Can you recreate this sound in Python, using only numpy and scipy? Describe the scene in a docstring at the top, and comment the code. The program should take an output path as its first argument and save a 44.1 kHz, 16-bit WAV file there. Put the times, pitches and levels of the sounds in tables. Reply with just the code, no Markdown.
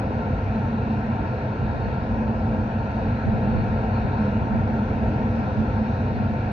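"""A four-stroke diesel throbs through the funnel of a tanker lying at a wharf, over a deep rumble of exhaust.
Engine-room fans boom in their trunking and roar from the louvres, while pumps hum and deck blowers whirr.
A thin hiss drifts on a light breeze, and puffs of wind buffet the two microphone ports.
Hums and notes are sine waves; moving air is coloured noise. Sound bouncing off hull, water and quay
reaches the ports by unequal paths, so the two sides differ in level, timing and likeness."""
import sys
import numpy as np
from scipy import signal
from scipy.fft import rfft, irfft, next_fast_len
from scipy.io import wavfile
from scipy.ndimage import uniform_filter1d, minimum_filter1d, map_coordinates

SR = 44100
rng = np.random.default_rng(int(sys.argv[2]) if len(sys.argv) > 2 else 0)


def wav_record(signal):
    """Record a signal, one row per channel, as 16-bit PCM in the file named by sys.argv[1]."""
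    frames = np.transpose(np.atleast_2d(signal))
    bounded = np.clip(frames, -1, 1)
    # unit amplitude maps onto the largest positive 16-bit level
    quanta = np.round(bounded * 32767).astype(np.int16)
    wavfile.write(sys.argv[1], SR, quanta)


N = 287532

CYCLE_HZ = 6.043  # working cycles of the diesel a second, two shaft turns each

# How the diesel and its exhaust rise and fall. Each row: time in seconds, change of level in dB.
ENGINE_LOAD = [(0, -0.65), (.8, 0.38), (1.3, -1.9), (2.3, 0.27), (3.3, 0.77), (3.7, -0.13), (5.2, 0.064),
               (6.5, 0.81)]


def amp(db):
    """Turn decibels into a plain gain."""
    return 10 ** (np.asarray(db) / 20)


def along(points, hz):
    """Read a value at any frequency from (Hz, value) points, with frequency on a log axis."""
    f, v = np.transpose(points)
    return np.interp(np.log(hz + 1), np.log(f + 1), v)


def curve(rows):
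    """Join (seconds, value) points by straight lines, giving one value per sample."""
    return np.interp(np.arange(N) / SR, *np.transpose(rows))


def wobble(rate):
    """Draw a smooth random curve through `rate` random points a second."""
    knots = rng.standard_normal(int(N * rate / SR) + 4)
    return map_coordinates(knots, [np.arange(N) * rate / SR])


def filtered(x, response):
    """Multiply the spectrum of x by a response, which may be complex and so also delay the sound."""
    m = next_fast_len(N + SR // 2)  # spare room keeps the end from wrapping onto the start
    spectrum = rfft(x, m) * response(np.fft.rfftfreq(m, 1 / SR))
    return irfft(spectrum, m)[..., :N]


def shape(points):
    """Make a gain over frequency from (Hz, dB) points."""
    return lambda hz: amp(along(points, hz))


def pipes(modes):
    """Turbulence feeds every air-column resonance separately, so their powers add; the skirts are steep."""
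    def response(hz):
        power = 0
        for centre, width, db in modes:
            offset = (hz - centre) / (0.96 * width)
            power = power + amp(2 * db) / (1 + offset ** 2) ** 2
        return np.sqrt(power)
    return response


def air(density, patchy_db):
    """Moving air: two unrelated noises of joint rms 1, coloured by density, with shared loud and soft patches."""
    z = signal.stft(rng.standard_normal((2, N)), nperseg=512)[2]
    field = rng.standard_normal(z.shape[1:])
    field = uniform_filter1d(field, size=5, axis=0)  # spread over frequency
    field = uniform_filter1d(field, size=16, axis=1)  # spread over time
    patchy = z * amp(patchy_db * field / field.std())
    noise = signal.istft(patchy, nperseg=512)[1][:, :N]
    pair = filtered(noise, density)
    return pair / pair.std()


def tones(rows, waver, swell_db):
    """Steady sines, each wavering a little in phase and level on its way over the water."""
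    t = np.arange(N) / SR
    total = np.zeros(N)
    for hz, db in rows:
        level = np.sqrt(2) * amp(db + swell_db * wobble(.8))  # root 2 turns rms into peak height
        phase = 2 * np.pi * (hz * t + rng.random()) + waver * wobble(.8)
        total += level * np.sin(phase)
    return total


def note(rows, waver, beads_db):
    """A tone that follows its pitch and level curves, unsteady in phase and beaded in level."""
    s, hz, db = np.transpose(rows)
    turns = np.cumsum(curve(np.c_[s, hz])) / SR
    level = np.sqrt(2) * amp(curve(np.c_[s, db]) + beads_db * wobble(9))
    return level * np.sin(2 * np.pi * turns + waver * wobble(6))


def wind():
    """Puffs of wind buffet each port on its own, in quick lumps of low noise."""
    # Colour of the buffeting. Each row: frequency in Hz, relative level in dB.
    buffet = [(10, -50), (20, -24), (40, -9), (60, -3), (110, 0), (170, -4), (260, -9), (340, -16),
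              (500, -24), (1200, -80), (3000, -140)]
    # Puffs of wind. Each row: start in seconds, length in seconds, level in dB before the lumps.
    puffs = [(0.097, 0.058, -44.5), (1.6, .35, -37), (2.12, .3, -41), (2.444, 0.15, -40.5),
             (3.259, 0.56, -32), (4.036, 0.037, -30.5), (4.409, 0.33, -35), (4.937, 0.13, -35),
             (5.386, 0.25, -38), (6.096, 0.27, -36)]
    force = np.full(N, amp(-47))  # the breeze between puffs
    for start, length, db in puffs:
        force[round(start * SR):round((start + length) * SR)] = amp(db)
    force = uniform_filter1d(force, size=900)  # soften the edges over 20 ms
    lumps = amp(5.2 * np.array([wobble(22), wobble(22)]))
    return force * lumps / lumps.mean() * air(shape(buffet), patchy_db=0.0)


def thin_hiss():
    """A thin, steady hiss of air, joined by an upper hiss in narrow bands that swells on its own."""
    # Colour of the hiss. 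Each row: frequency in Hz, relative level in dB.
    hiss_colour = [(2000, -120), (3000, -96), (3200, -86.5), (3370, -91.5), (3480, -88), (3650, -92),
                   (4400, -94.5), (4750, -94.5), (5550, -99), (6200, -101), (7000, -111), (7450, -115),
                   (7700, -119), (8200, -130), (8900, -134), (10400, -133), (11200, -140), (12400, -145)]
    # Loudness of the hiss. Each row: time in seconds, rms level in dB.
    hiss_level = [(0, -59), (1.8, -59.5), (3.5, -58.5), (4.6, -59), (5.6, -57.5), (6.5, -59)]
    # Bands of the upper hiss. Each row: centre in Hz, width in Hz before scaling, relative level in dB.
    upper_bands = [(3760, 63, 0.5), (4065, 140, -3), (4360, 130, -3.5)]
    # Loudness of the upper hiss. Each row: time in seconds, rms level in dB.
    upper_level = [(0, -64.5), (1.0, -62.5), (1.85, -59), (2.1, -63.5), (2.68, -67.5), (2.82, -61.5),
                   (3.5, -60.5), (4.2, -59), (4.45, -66.5), (5.2, -63), (5.7, -63.5), (6.1, -60),
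                   (6.5, -62.5)]
    steady = amp(curve(hiss_level)) * air(shape(hiss_colour), patchy_db=1.5)
    upper = amp(curve(upper_level)) * air(pipes(upper_bands), patchy_db=1.9)
    return steady + upper


def deck_blowers():
    """Deck blowers whirr: bright noise whose level the moving air sways a little."""
    # Colour of the whirr. Each row: frequency in Hz, relative level in dB.
    blower_colour = [(700, -130), (1150, -85), (1300, -71), (1360, -68.5), (1387, -65.5), (1415, -69.5),
                     (1460, -71.5), (1650, -71), (1750, -76.5), (1850, -72.5), (2050, -80), (2450, -77.5),
                     (2750, -82), (3050, -90.5), (3600, -140)]
    # Loudness of the whirr. Each row: time in seconds, level in dB before the sway.
    blower_level = [(0, -42), (1.0, -41.5), (1.8, -41.5), (2.5, -43), (3.2, -41), (3.9, -40.5),
                    (4.6, -41.5), (5.2, -41), (5.8, -42), (6.5, -41.5)]
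    level = amp(curve(blower_level) + 0.26 * wobble(8.5))
    return level * air(shape(blower_colour), patchy_db=0.98)


def fan_whine():
    """A fan's blade note, drifting slowly in pitch."""
    # Path of the note. Each row: time in seconds, pitch in Hz, level in dB before the beading.
    whine_path = [(0, 900, -53.5), (1.2, 903.4, -52), (2.75, 912.4, -51), (4.2, 908.7, -51),
                  (5.4, 905.4, -49), (6.5, 898, -51)]
    return note(whine_path, waver=.7, beads_db=1.0)


def pump_hums():
    """Pumps add steady hums of their own."""
    # Hums of the pumps. Each row: frequency in Hz, level in dB before the swell.
    pump_tones = [(70.66, -48), (101.02, -39), (196.7, -47), (344.7, -54), (362.6, -59), (897.5, -55),
                  (1899.2, -68)]
    return tones(pump_tones, waver=0.34, swell_db=1.5)


def fan_roar():
    """Engine-room fans roar from the louvres as broad noise, with the resonances of the air trunking added."""
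    # Broad colour of the fans. Each row: frequency in Hz, relative level in dB.
    fan_colour = [(100, -100), (200, -85), (340, -63), (600, -62), (1000, -63), (1100, -65), (1200, -75),
                  (1400, -90), (2000, -140)]
    # Resonances of the trunking. Each row: centre in Hz, width in Hz before scaling, relative level in dB.
    trunk_modes = [(273, 11, -55.5), (298.1, 11, -53), (404.7, 4.6, -60), (431.8, 11, -56.5),
                   (453.7, 7.8, -57.5), (474, 8.8, -61), (509, 8.3, -54), (516, 9, -56.5), (535, 18, -62.5),
                   (645.4, 18, -58.5), (680, 8.6, -62.5), (708, 12, -60.5), (748, 45, -61),
                   (897.6, 13, -58.5), (911, 11, -61)]
    # Loudness of the roar. Each row: time in seconds, level in dB before the sway.
    roar_level = [(0, -31.5), (1.5, -31.5), (2.6, -32), (3.6, -31), (4.7, -30.5), (5.8, -31), (6.5, -32.5)]
    fans, trunk = shape(fan_colour), pipes(trunk_modes)
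    level = amp(curve(roar_level) + 0.27 * wobble(4.3))
    return level * air(lambda hz: np.hypot(fans(hz), trunk(hz)), patchy_db=0.8)


def shaft_boom():
    """Turbulence makes the air column of the intake shaft resonate, the loudest boom."""
    # Resonances of the shaft. Each row: centre in Hz, width in Hz before scaling, relative level in dB.
    shaft_modes = [(203.8, 7, -5), (213.8, 9, -3), (223.9, 7.1, -2.5), (240.5, 9.3, -7),
                   (246.8, 8.2, -12.5)]
    # Loudness of the boom. Each row: time in seconds, level in dB before the sway.
    boom_level = [(0, -31), (.45, -31), (.9, -27.5), (1.5, -34), (2.0, -29.5), (2.6, -29.5), (3.2, -31.5),
                  (3.5, -25.5), (3.75, -32), (4.2, -27), (4.5, -30), (4.8, -27), (5.3, -27.5), (5.9, -27),
                  (6.5, -30.5)]
    level = amp(curve(boom_level) + 0.58 * wobble(5))
    return level * air(pipes(shaft_modes), patchy_db=1.26)


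def shaft_drone():
    """The intake shaft's strongest note, a tone that wanders in pitch."""
    # Path of the note. Each row: time in seconds, pitch in Hz, level in dB before the beading.
    drone_path = [(0, 218, -41), (.9, 218.4, -35), (1.6, 213.9, -42), (2.3, 222.2, -36), (3.3, 220.9, -35),
                  (3.8, 221.8, -42), (4.6, 223.8, -36), (5.3, 223, -34), (6.1, 219.8, -35),
                  (6.5, 216, -39.5)]
    return note(drone_path, waver=1.1, beads_db=3.0)


def exhaust_rumble():
    """Exhaust rumbles as deep noise that pulses gently with the firing of the cylinders."""
    # Colour of the rumble. Each row: frequency in Hz, relative level in dB.
    rumble_colour = [(12, -93), (20, -73.5), (32, -61.5), (45, -53.5), (60, -49.5), (72, -51), (85, -48.5),
                     (105, -53), (145, -54.5), (188, -57), (260, -68.5), (400, -102), (800, -140)]
    # five cylinders fire in each cycle
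    firing = np.cos(2 * np.pi * 5 * CYCLE_HZ * np.arange(N) / SR)
    level_db = -29.5 + curve(ENGINE_LOAD) + 0.64 * firing + 0.45 * wobble(2.9)
    return amp(level_db) * air(shape(rumble_colour), patchy_db=1.5)


def diesel_throb():
    """Uneven cylinders put a tone on many multiples of the working cycle; together they throb."""
    # Tones of the diesel. Each row: multiple of the cycle, level in dB before the load and the swell.
    diesel_tones = [(5, -58), (7, -52), (10, -40), (11, -48), (13, -48), (15, -42.5), (16, -34),
                    (17, -44.5), (18, -44), (19, -39), (20, -40.5), (21, -37.5), (22, -40), (23, -47.5),
                    (26, -50)]
    rows = [(k * CYCLE_HZ, db) for k, db in diesel_tones]
    return amp(curve(ENGINE_LOAD)) * tones(rows, waver=0.6, swell_db=2.2)


def ports(common, scattered):
    """Each port hears its own mix of direct and bounced sound, with half the level tilt and half the lag."""
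    # What the ports hear. Each row: frequency in Hz, left minus right level in dB,
    # likeness of the two sides from 0 to 1, phase in radians by which left lags.
    paths = np.array([(80, -.5, 0.98, 0), (250, -0.56, 0.97, 0.13), (490, -0.4, 0.95, 0.22),
                      (875, 5, .88, 1.01), (1085, 5, 0.83, 3), (1155, 0.5, 0.7, 3), (1423, -1, 0.8, 6.5),
                      (1845, 1.5, 0.7, 8), (2160, 4.5, 0.7, 11), (2380, -3, 0.6, 11.5),
                      (2890, -0.5, 0.9, 13), (3110, 1, 0.04, 16.5), (3750, 1.5, 0.6, 19.5),
                      (4520, 0.3, 0.5, 19.5), (4940, 1, 0.2, 22), (5840, 1.5, 0.1, 23.5),
                      (7540, 1, 0.2, 23), (8360, 1, 0.2, 27)])
    tilt_db, alike, lag = [paths[:, [0, k]] for k in (1, 2, 3)]

    def blend(hz):
        turn = np.arccos(np.clip(along(alike, hz), 0, 1)) / 2
        return np.array([np.cos(turn), np.sin(turn)])

    def left_and_right(hz):
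        half = amp(along(tilt_db, hz) / 2) * np.exp(-.5j * along(lag, hz))
        return np.array([half, 1 / half])

    mid, side = filtered(np.array([common, scattered]), blend)
    return filtered(np.array([mid + side, mid - side]), left_and_right)


def scene():
    """Add up the machinery, carry it to the two ports and let the wind buffet them."""
    breeze = wind()
    common, scattered = thin_hiss() + deck_blowers() + fan_roar() + shaft_boom() + exhaust_rumble()
    steady_tones = fan_whine() + pump_hums() + shaft_drone() + diesel_throb()
    return ports(common + steady_tones, scattered) + breeze


def record(dry):
    """The recorder limits the peaks, mirrors the bass faintly in the treble and cuts all above its band limit."""
    # The bass shows on both sides of the clock frequency. Each row: bass frequency in Hz, gain in dB.
    mirror_gain = [(20, -97), (60, -78), (110, -71.5), (230, -69), (300, -75), (420, -100), (600, -140)]
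    ceiling, clock_hz, top_hz = .3, 12000, 12400  # the ceiling holds before the mirror and the band limit
    hold = round(.012 * SR)  # 12 ms in samples
    peak = np.abs(dry).max(0)
    need = minimum_filter1d(np.minimum(1, ceiling / (peak + 1e-9)), size=2 * hold)
    gain = uniform_filter1d(uniform_filter1d(need, size=hold // 2), size=hold // 2)
    held = dry * gain
    clock = 2 * np.cos(2 * np.pi * clock_hz * np.arange(N) / SR)
    mirror = filtered(held.mean(0), shape(mirror_gain)) * clock
    return filtered(held + mirror, lambda hz: hz < top_hz)


dry = scene()
out = record(dry)
wav_record(out)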